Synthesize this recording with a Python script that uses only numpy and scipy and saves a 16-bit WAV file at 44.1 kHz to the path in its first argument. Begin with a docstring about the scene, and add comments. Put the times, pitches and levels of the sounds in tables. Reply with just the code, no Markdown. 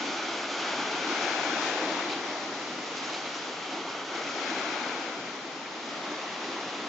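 """Small lake waves wash up a pebble beach, over a faint hum and a light breeze on a camera's microphone.
From the start foam fizzes, bubbles pop, water slaps over air pockets, and passing chimpanzees
crunch faintly on the shingle. Near 1 s a wave breaks close on the left, throws spray and drains away.
Softer washes follow, with more steps around 3 s. Just after 4 s a second wave breaks on the left;
then loose stones knock, small bubbles plop and a few last steps sound under two gentle washes."""
import sys
import numpy as np
from scipy import signal
from scipy.io import wavfile
from scipy.ndimage import uniform_filter1d

SR = 44100
rng = np.random.default_rng(int(sys.argv[2]) if len(sys.argv) > 2 else 0)


def to_wav(sig):
    """Store sig (one row per channel, or 1-D mono) as 16-bit WAV at the path in sys.argv[1].

    Samples outside -1..1 are clipped; the rate is SR.
    """
    pcm = np.clip(np.atleast_2d(sig), -1, 1) * 32767
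    pcm = np.round(pcm).astype(np.int16)
    wavfile.write(sys.argv[1], SR, pcm.T)  # frames by channels


N = 303408
TIME = np.arange(N) / SR
FRAME, HOP = 1024, 256
FRAME_S = np.arange(N // HOP + 5) * HOP / SR
BIN_HZ = np.fft.rfftfreq(FRAME, 1 / SR)


def gain_of(db):
    """Decibels to amplitude."""
    return 10 ** (np.asarray(db) / 20)


def pan(left_db):
    """Stereo gains that put the left channel left_db above the right."""
    return gain_of(left_db * np.array([[1], [-1]]) / 2)


def unit_rms(x):
    """Normalises to an rms of one."""
    return x / np.sqrt(np.mean(x ** 2) + 1e-20)


def curve(points, hz=BIN_HZ):
    """Draws a curve through breakpoints on a log-frequency axis."""
    point_hz, value = np.transpose(points)
    return np.interp(np.log(hz + 1), np.log(point_hz + 1), value)


def automation(points, column=1):
    """Reads one automation lane at every frame."""
    lanes = np.transpose(points)
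    return np.interp(FRAME_S, lanes[0], lanes[column])[:, None]


def patches(frames, bins):
    """Smooth random modulation over time and frequency."""
    noise = rng.standard_normal((len(FRAME_S), len(BIN_HZ)))
    return unit_rms(uniform_filter1d(uniform_filter1d(noise, frames, axis=0), bins, axis=1))


def stereo_noise(colour_db, unshared_db, lead_rad=0, left_db=0):
    """Noise through a moving EQ, as two closely spaced microphone ports hear it."""
    a, b, c, d = rng.standard_normal((4, len(FRAME_S), len(BIN_HZ)))
    left, independent = a + 1j * b, c + 1j * d
    unshared = np.minimum(gain_of(unshared_db), 1)
    right = (np.sqrt(1 - unshared ** 2) * left + unshared * independent) * np.exp(-1j * lead_rad)
    spectra = np.array([left * gain_of(left_db / 2), right * gain_of(-left_db / 2)]) * gain_of(colour_db)
    _, noise = signal.istft(spectra.swapaxes(1, 2), nperseg=FRAME, noverlap=FRAME - HOP)
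    return unit_rms(noise[:, :N])


def grains(per_s, band_hz, cycles, width, spread_db=0, chirp=0, pitches=32):
    """A cloud of tiny pings that decay by 1/e in `cycles` periods, each pitch with its own pan."""
    out = np.zeros((2, N))
    for hz in np.geomspace(*band_hz, pitches):
        age = np.arange(int(10 * cycles * SR / hz)) * hz / SR / cycles  # in decay times
        ping = np.sin(2 * np.pi * cycles * age * (1 + chirp * age)) * np.exp(-age) * np.sqrt(hz)
        ping *= 1 - np.exp(-2 * cycles * age)  # attack within the first cycle
        triggers = rng.random(N) < per_s / pitches / SR
        accents = gain_of(spread_db * np.minimum(rng.exponential(1, N), 4))
        side = width * (2 * rng.random() - 1)
        out += np.array([[1 + side], [1 - side]]) * signal.oaconvolve(triggers * accents, ping)[:N]
    return unit_rms(out)


def resonate(x, hz, width_hz):
    """A sweepable band-pass centred on hz, with a double pole for steep skirts."""
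    carrier = np.exp(2j * np.pi * np.cumsum(hz * np.ones(len(x))) / SR)
    pole = np.exp(-np.pi * width_hz / SR)
    baseband = signal.lfilter([(1 - pole) ** 2], [1, -2 * pole, pole * pole], x / carrier)
    return unit_rms((carrier * baseband).real)


def hum(db=-67, hz=138, waver_hz=1.0):
    """A faint low tone with a wavering pitch."""
    drift = unit_rms(uniform_filter1d(rng.standard_normal(N), size=3000))
    return gain_of(db) * unit_rms(np.sin(2 * np.pi * np.cumsum(hz + waver_hz * drift) / SR))


# EQ of the breeze: f/Hz, level/dB
BREEZE_EQ = [(25, -53), (55, -51), (80, -56), (105, -28), (135, -31.5), (175, -6), (220, -7), (280, 3),
             (345, -1.5), (430, -3), (700, -23.5), (2000, -59.5)]
def breeze(db=-46.5):
    """Air buffets the microphone: a lumpy, nearly mono rumble with hardly any sub-bass."""
    colour_db = curve(BREEZE_EQ) + 2.1 * patches(frames=14, bins=6)
    return stereo_noise(colour_db, unshared_db=-18.5) * gain_of(db)


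# footfall cues: t/s, level/dB, decay/s, fine gravel share/0-1
FOOTFALLS = [(0.035, -34.5, 0.053, 0.05), (0.36, -42, 0.066, 0.8), (0.49, -39, .04, .85),
             (0.595, -26, 0.02, 0.06), (0.83, -45, 0.035, .6), (0.893, -36, .012, 0.2),
             (2.083, -32.5, 0.054, 0.05), (2.96, -32, 0.02, .4), (3.028, -38, 0.034, .75),
             (3.118, -33.5, 0.045, 0.1), (3.25, -36, .03, 0), (3.342, -31, 0.015, .92),
             (3.722, -42, 0.032, 0.5), (4.04, -42, .025, .5), (4.14, -48, 0.033, 0.3),
             (5.845, -42, 0.051, 0.4), (5.891, -44, .012, .6), (6.033, -29, .012, 0), (6.325, -39, .02, .6),
             (6.737, -41, 0.019, 0.7)]
def footsteps(db=1.0, attack_s=0.022):
    """Chimpanzee feet press the shingle: short crunches of stones and gravel, slightly right."""
    start, level_db, decay_s, fine = np.transpose(FOOTFALLS)[:, :, None]
    age = np.maximum(TIME - start, 0)
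    press = gain_of(level_db) * (1 - np.exp(-age / attack_s)) * np.exp(-age / decay_s)
    stones = grains(per_s=2200, band_hz=(2200, 5000), cycles=6, width=0.3, spread_db=3)
    gravel = grains(per_s=1500, band_hz=(4700, 7200), cycles=11, width=0.3, spread_db=3)
    crunch = stones * (press * np.sqrt(1 - fine)).sum(0) + gravel * (press * np.sqrt(fine)).sum(0)
    return crunch * gain_of(db) * pan(left_db=-1)


# stone hits: t/s, level/dB, f/Hz
STONE_HITS = [(4.273, -27, 2250), (5.273, -33, 2250), (5.389, -34, 2250), (5.656, -30, 2150),
              (6.439, -32, 2400)]
def knocks(decay_s=0.0055, width_hz=1400):
    """A loose stone tips onto its neighbour with a short, dry tick."""
    out = np.zeros(N)
    for start, level_db, hz in STONE_HITS:
        age = np.maximum(TIME - start, 0) / decay_s
        stone = resonate(resonate(rng.standard_normal(N), hz, width_hz), hz, width_hz)
        out += gain_of(level_db) * (1 - np.exp(-2 * age)) * np.exp(-age) * stone
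    return out


# wave cues: t/s, level/dB, attack/s, hold/s, foam send/dB, rumble send/dB, share breaking left/0-1
WAVE_CUES = [(-0.1, -36, 0.064, 0.58, -6.5, -9.5, 0.1), (0.469, -35, 0.24, 0.25, -7.5, -14, 0.27),
             (0.845, -33, 0.38, 0.73, -7.5, -7.5, 0.88), (2.083, -43, 0.22, 0.31, -4.5, -3, 0.76),
             (2.421, -40.5, 0.63, 0.36, -3, -9, 0.2), (3.452, -40.5, 0.27, 0.42, -9.5, -18, 0),
             (4.075, -42.5, 0.087, 0.16, -4, -10, 0.5), (4.25, -35.5, 0.21, 0.41, -10.5, -7, 0.8),
             (5.547, -39.5, 0.51, 0.25, -8.5, -13, .35), (6.246, -40.5, .25, 0.46, -8, -5.5, 0.3)]
def wave_powers(t, drain_s=0.53):
    """Each wave swells, holds while it spills, then drains away: one power envelope per wave."""
    start, level_db, attack_s, hold_s = np.transpose(WAVE_CUES)[:4, :, None]
    age = t - start
    swell = np.clip(age / attack_s, 0, 1)
    drain = np.exp(-np.maximum(age - attack_s - hold_s, 0) / drain_s)
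    return (gain_of(level_db) * swell * drain) ** 2


def water_controls(t, lap_db=-43.5, lap_foam_db=-6, lap_left=0.19, foam_fade_db_per_s=2.5):
    """Waves over a bed of steady lapping: level/dB, foam send/dB, share breaking left/0-1."""
    start, _, _, _, foam_db, _, left = np.transpose(WAVE_CUES)[:, :, None]
    powers, lapping = wave_powers(t), gain_of(lap_db) ** 2
    total = powers.sum(0) + lapping
    freshness = gain_of(foam_db - foam_fade_db_per_s * (t - start)) ** 2  # dulls as the foam bursts
    foam = (powers * freshness).sum(0) + lapping * gain_of(lap_foam_db) ** 2
    breaking = (powers * left).sum(0) + lapping * lap_left
    return 10 * np.log10(total), 10 * np.log10(foam / total), breaking / total


def rolling_pebbles(db=-14.0):
    """Pebbles grind softly together under the foam: a wide, bright ticking."""
    level_db, foam_db, _ = water_controls(TIME)
    ticks = grains(per_s=1100, band_hz=(2610, 6600), cycles=9, width=0.95, spread_db=5.5)
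    return ticks * gain_of(level_db + foam_db + db)


def bubbles(db=-11, lean_db=3):
    """Small bubbles ring with a rising pitch, riding the water's level and leaning toward the breaker."""
    level_db, _, breaking = water_controls(TIME)
    pops = grains(per_s=380, band_hz=(584.6, 2827), cycles=5.8, width=0.15, spread_db=2.5, chirp=0.0036)
    return pops * gain_of(level_db + db) * pan(lean_db * breaking)


# EQ of churned water: f/Hz, level/dB
CHURN_EQ = [(60, -58), (105, -36), (140, -39), (175, -16), (230, -10.5), (283, 7.5), (345, 2.5), (430, -7),
            (560, -11.5), (760, -3), (1000, -24.5), (2000, -62)]
def churn(db=-0.6):
    """Churned water puts a low body under each wave."""
    colour_db = curve(CHURN_EQ) + 0.77 * patches(frames=10, bins=4)
    rumble = stereo_noise(colour_db, unshared_db=-31.5, left_db=-1.0)
    send_db = np.array(WAVE_CUES)[:, 5, None]
    powers = wave_powers(TIME) * gain_of(send_db + db) ** 2
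    return rumble * np.sqrt(powers.sum(0))


# large bubbles: t/s, level/dB, f/Hz
BIG_BUBBLES = [(0.284, -32, 322), (1.527, -28.5, 323), (1.846, -35, 322), (1.895, -47, 301),
               (3.78, -39, 358), (4.146, -34, 325), (4.506, -29.5, 308), (4.663, -40, 297),
               (5.613, -34, 875), (5.716, -35, 873), (6.117, -37, 296), (6.484, -44, 312)]
def plops(cycles=4.5, damping_hz=330, chirp_per_s=2):
    """Large bubbles ring as deep glugs or small plops, bending upward; the deep ones ring longest."""
    out = np.zeros(N)
    for start, level_db, hz in BIG_BUBBLES:
        ring_s = cycles / (hz + damping_hz)
        age = np.clip(TIME - start, 0, 10 * ring_s)
        swell = age / ring_s * np.exp(1 - age / ring_s)
        out += gain_of(level_db) * swell * np.sin(2 * np.pi * hz * age * (1 + chirp_per_s * age / 2))
    return out


# hollow slaps: t/s, level/dB, half length/s, f/Hz
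SLAP_CUES = [(0.062, -39, 0.11, 303), (0.548, -45, 0.07, 292), (0.915, -39, 0.046, 290),
             (1.092, -38, 0.074, 329), (1.42, -37, .05, 815), (1.615, -38.5, 0.069, 820),
             (1.85, -37, .07, 530), (1.9, -39, 0.055, 290), (2.128, -42, 0.074, 330),
             (2.376, -44, 0.073, 800), (2.925, -44, .03, 460), (3.09, -42.5, 0.027, 290),
             (3.15, -46, 0.094, 710), (3.505, -44.5, 0.061, 470), (3.75, -40.5, 0.029, 800),
             (3.794, -38, 0.054, 303), (3.87, -42, 0.02, 860), (4.132, -42, 0.02, 660),
             (4.213, -38.5, .016, 570), (4.26, -50, 0.025, 290), (4.376, -44.5, 0.067, 610),
             (4.57, -43, 0.035, 700), (4.73, -45, 0.033, 480), (4.917, -47, 0.067, 300),
             (5.073, -42.5, 0.031, 500), (5.208, -43, 0.038, 300), (5.88, -43.5, 0.04, 290),
             (6.063, -44, 0.029, 1110), (6.12, -36.5, 0.022, 288), (6.168, -42.5, 0.031, 540),
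             (6.238, -43, .012, 710), (6.297, -45, .02, 850), (6.437, -45, .015, 950),
             (6.507, -43, 0.073, 300), (6.58, -42, .025, 930), (6.794, -48, 0.042, 285),
             (6.853, -43, .025, 1150)]
def slaps(db=-0.5, gurgle_db=2.5, gurgle_per_s=90, glide_oct=0.1, bandwidth_ratio=0.47, low_cut_hz=210):
    """Water folds over a pocket of air, which gurgles and rises in pitch as it closes."""
    out, knots = np.zeros(N), np.arange(N // 20)
    wobble = np.interp(TIME * gurgle_per_s, knots, rng.standard_normal(len(knots)))
    gurgle = unit_rms(gain_of(gurgle_db * wobble))  # the air breaks up unevenly
    for centre, level_db, half_s, hz in SLAP_CUES:
        near = abs(TIME - centre) < 2.5 * half_s
        offset = (TIME[near] - centre) / half_s  # in half lengths
        churning = (gurgle * rng.standard_normal(N))[near]
        pocket = resonate(churning, hz * 2 ** (glide_oct * offset), bandwidth_ratio * hz)
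        out[near] += gain_of(level_db + db) * np.exp(-offset ** 2 / 2) * pocket
    low_cut = signal.butter(4, low_cut_hz, "high", fs=SR, output="sos")
    return signal.sosfilt(low_cut, out) * pan(left_db=0.5)


# crest splashes: t/s, level/dB, half length/s, fine spray share/0-1
SPLASH_CUES = [(0.68, -37, 0.033, .15), (1.1, -40, .04, .9), (1.305, -33, 0.03, 0.14), (1.5, -47, .04, .5),
               (1.662, -32.5, 0.055, .55), (2.0, -40, 0.033, .05), (3.614, -40.5, 0.032, 0.02),
               (4.187, -33, 0.013, .1), (4.29, -44, .03, .3), (4.43, -42, .02, 0.6),
               (4.474, -41, .012, 0.1), (4.505, -37.5, 0.0082, .5), (4.59, -39, 0.04, .25),
               (4.73, -38, 0.027, .05), (4.883, -47, 0.018, .7), (5.015, -40, 0.04, .2)]
def spray(db=-3.0):
    """A collapsing crest throws a short shower of large drops and fine mist on the left."""
    centre, level_db, half_s, fine = np.transpose(SPLASH_CUES)[:, :, None]
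    shower = gain_of(level_db) * np.exp(-((TIME - centre) / half_s) ** 2)
    drops = grains(per_s=2500, band_hz=(1094, 2710), cycles=6.1, width=0.4, chirp=0.004)
    mist = np.array([grains(per_s=6700, band_hz=(2600, 6800), cycles=6.3, width=0, spread_db=2.0)[0]
                     for _ in range(2)])  # a separate cloud per channel
    splash = drops * (shower * np.sqrt(1 - fine)).sum(0) + mist * (shower * np.sqrt(fine)).sum(0)
    return splash * gain_of(db) * pan(left_db=5)


# comb-like ripple from a nearby reflection: f/Hz, level/dB
RIPPLE_EQ = [(600, -0.5), (800, 1.2), (1090, -2.5), (1430, 5), (1800, -4.5), (2250, 3), (2770, -1.5),
             (3220, 0), (3720, -2), (4150, 0.1), (4700, 0), (5500, 0.5)]
# the ripple sweeps as the water moves and the camera turns: t/s, frequency/ratio, depth/ratio
RIPPLE_SWEEP = [(0, 0.99, 1.2), (0.9, 1.01, 1.1), (1.5, 1.05, 1.2), (1.9, 1.17, 0.14), (2.3, 0.88, .45),
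                (3.3, 0.93, 0.54), (4.3, .97, 1), (5.0, 1.03, 0.93), (5.6, 0.89, 0.36), (6.3, 0.85, 0.59)]
def water_colour(eq, patchy_db, flicker_db):
    """The water's moving EQ: foam lifts the treble, a reflection ripples it, splashes come in patches."""
    _, foam_db, _ = water_controls(FRAME_S)
    treble_shelf = curve([(1300, 0.3), (3000, 0.27), (5000, 0.93)])
    foam = (foam_db - foam_db.mean())[:, None] * treble_shelf
    shift, depth = automation(RIPPLE_SWEEP, 1), automation(RIPPLE_SWEEP, 2)
    ripple = depth * curve(RIPPLE_EQ, BIN_HZ / shift)
    splashes = patchy_db * patches(frames=12, bins=14) + flicker_db * patches(frames=7, bins=150)
    return curve(eq) + foam + splashes + np.array([0.55 * ripple, 1.05 * ripple])  # deeper on the right


# stereo width automation: t/s, width/dB
SHORE_WIDTH = [(0, -1), (0.75, -5.5), (1.4, -2.5), (2.2, 3.5), (3.0, 0), (3.7, -1.5), (4.5, -2.5), (5.0, 2),
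               (5.6, 4), (6.3, 0.5), (6.88, -2)]
def shore_spread(unshared_points):
    """A wave lands at one spot and spreads along the shore, so the two channels have less in common."""
    unshared = np.minimum(gain_of(curve(unshared_points)) ** 2, 0.99)
    widened = unshared * gain_of(automation(SHORE_WIDTH)) ** 2
    return 10 * np.log10(widened / (1 - unshared + widened))


# EQ of the swash: f/Hz, level/dB
SWASH_EQ = [(100, -48), (175, -10.5), (330, -1), (900, 1.45), (1300, -0.5), (1750, -3), (2300, -4),
            (2800, -3.3), (3200, -2.5), (4200, -7.5), (6000, -11.5), (7200, -16.5), (7650, -24),
            (8000, -59)]
# its stereo image: f/Hz, then unshared part/dB, left phase lead/rad and left over right/dB in turn
SWASH_UNSHARED = [(200, -26), (500, -6), (900, -8.5), (1350, -7), (1700, 0), (2100, -3.5), (2700, -1.5),
                  (4500, -1.5), (7500, -2)]
SWASH_PHASE = [(1400, 0), (2000, -.15), (2500, .3), (2900, 0), (3900, .35), (5700, .25), (7500, 0)]
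SWASH_PAN = [(200, 0), (900, .8), (1700, 1), (3000, -0.67), (5000, .3), (7500, -.3)]
def swash(db=1.78):
    """Thin sheets of water hiss up the beach and drain through the pebbles ahead."""
    level_db, _, breaking = water_controls(TIME)
    colour_db = water_colour(SWASH_EQ, patchy_db=0.72, flicker_db=0.5)
    hiss = stereo_noise(colour_db, shore_spread(SWASH_UNSHARED), curve(SWASH_PHASE), curve(SWASH_PAN))
    return hiss * gain_of(level_db + db) * np.sqrt(1 - breaking)


# EQ of the breaker: f/Hz, level/dB
BREAKER_EQ = [(100, -39.5), (175, -12), (330, -2), (830, 2.5), (1100, -1.5), (1500, -2.5), (2350, -2.5),
              (2800, -8), (3500, -7), (4500, -7.5), (6100, -11.5), (7200, -16.5), (7650, -25.5),
              (8000, -59)]
# its stereo image: f/Hz, then unshared part/dB, left phase lead/rad and left over right/dB in turn
BREAKER_UNSHARED = [(200, -31), (500, -12), (800, -15), (1200, -3.5), (1550, -9.5), (1800, -6), (2150, -8),
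                    (2500, 0), (3000, -1), (4400, -0.4), (6500, -1.66)]
BREAKER_PHASE = [(900, 0), (1300, -.22), (2000, -.4), (2300, .15), (2650, 1.1), (3200, 5.3), (3850, 7),
                 (5200, 12.9), (7000, 13.1)]
BREAKER_PAN = [(200, .2), (750, 1.9), (1200, 6.5), (1500, 9.8), (1800, 7.9), (2300, 6.6), (3000, 11.7),
               (5000, 4.9), (6200, 7.2), (7200, .5)]
# pan automation as it runs along the shore: t/s, pan depth/ratio
BREAKER_TRAVEL = [(0.9, 1.12), (1.5, 1.24), (2.2, 0.7), (3.0, 0.54), (4.1, 1.4), (4.6, 1.25), (5.3, 0.87)]
def breaker(db=3.0):
    """A low crest spills over close on the left; the camera body shades the right port."""
    level_db, _, breaking = water_controls(TIME)
    colour_db = water_colour(BREAKER_EQ, patchy_db=0.22, flicker_db=0.07)
    left_db = automation(BREAKER_TRAVEL) * curve(BREAKER_PAN)
    rush = stereo_noise(colour_db, shore_spread(BREAKER_UNSHARED), curve(BREAKER_PHASE), left_db)
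    return rush * gain_of(level_db + db) * np.sqrt(breaking)


def scene():
    """The mix: water up front, stones and steps behind it, breeze and hum as the bed."""
    water = swash() + breaker() + spray() + churn() + slaps() + bubbles() + plops()
    return water + rolling_pebbles() + knocks() + footsteps() + breeze() + hum()


def record(dry, wind_filter_hz=70, high_cut_hz=8050):
    """The camera's wind filter and its steep high cut."""
    thinned = signal.sosfilt(signal.butter(2, wind_filter_hz, "high", fs=SR, output="sos"), dry)
    high_cut = signal.firwin(511, high_cut_hz, window=("kaiser", 9), fs=SR)
    return signal.oaconvolve(thinned, high_cut[None], "same")


dry = scene()
out = record(dry)
to_wav(out)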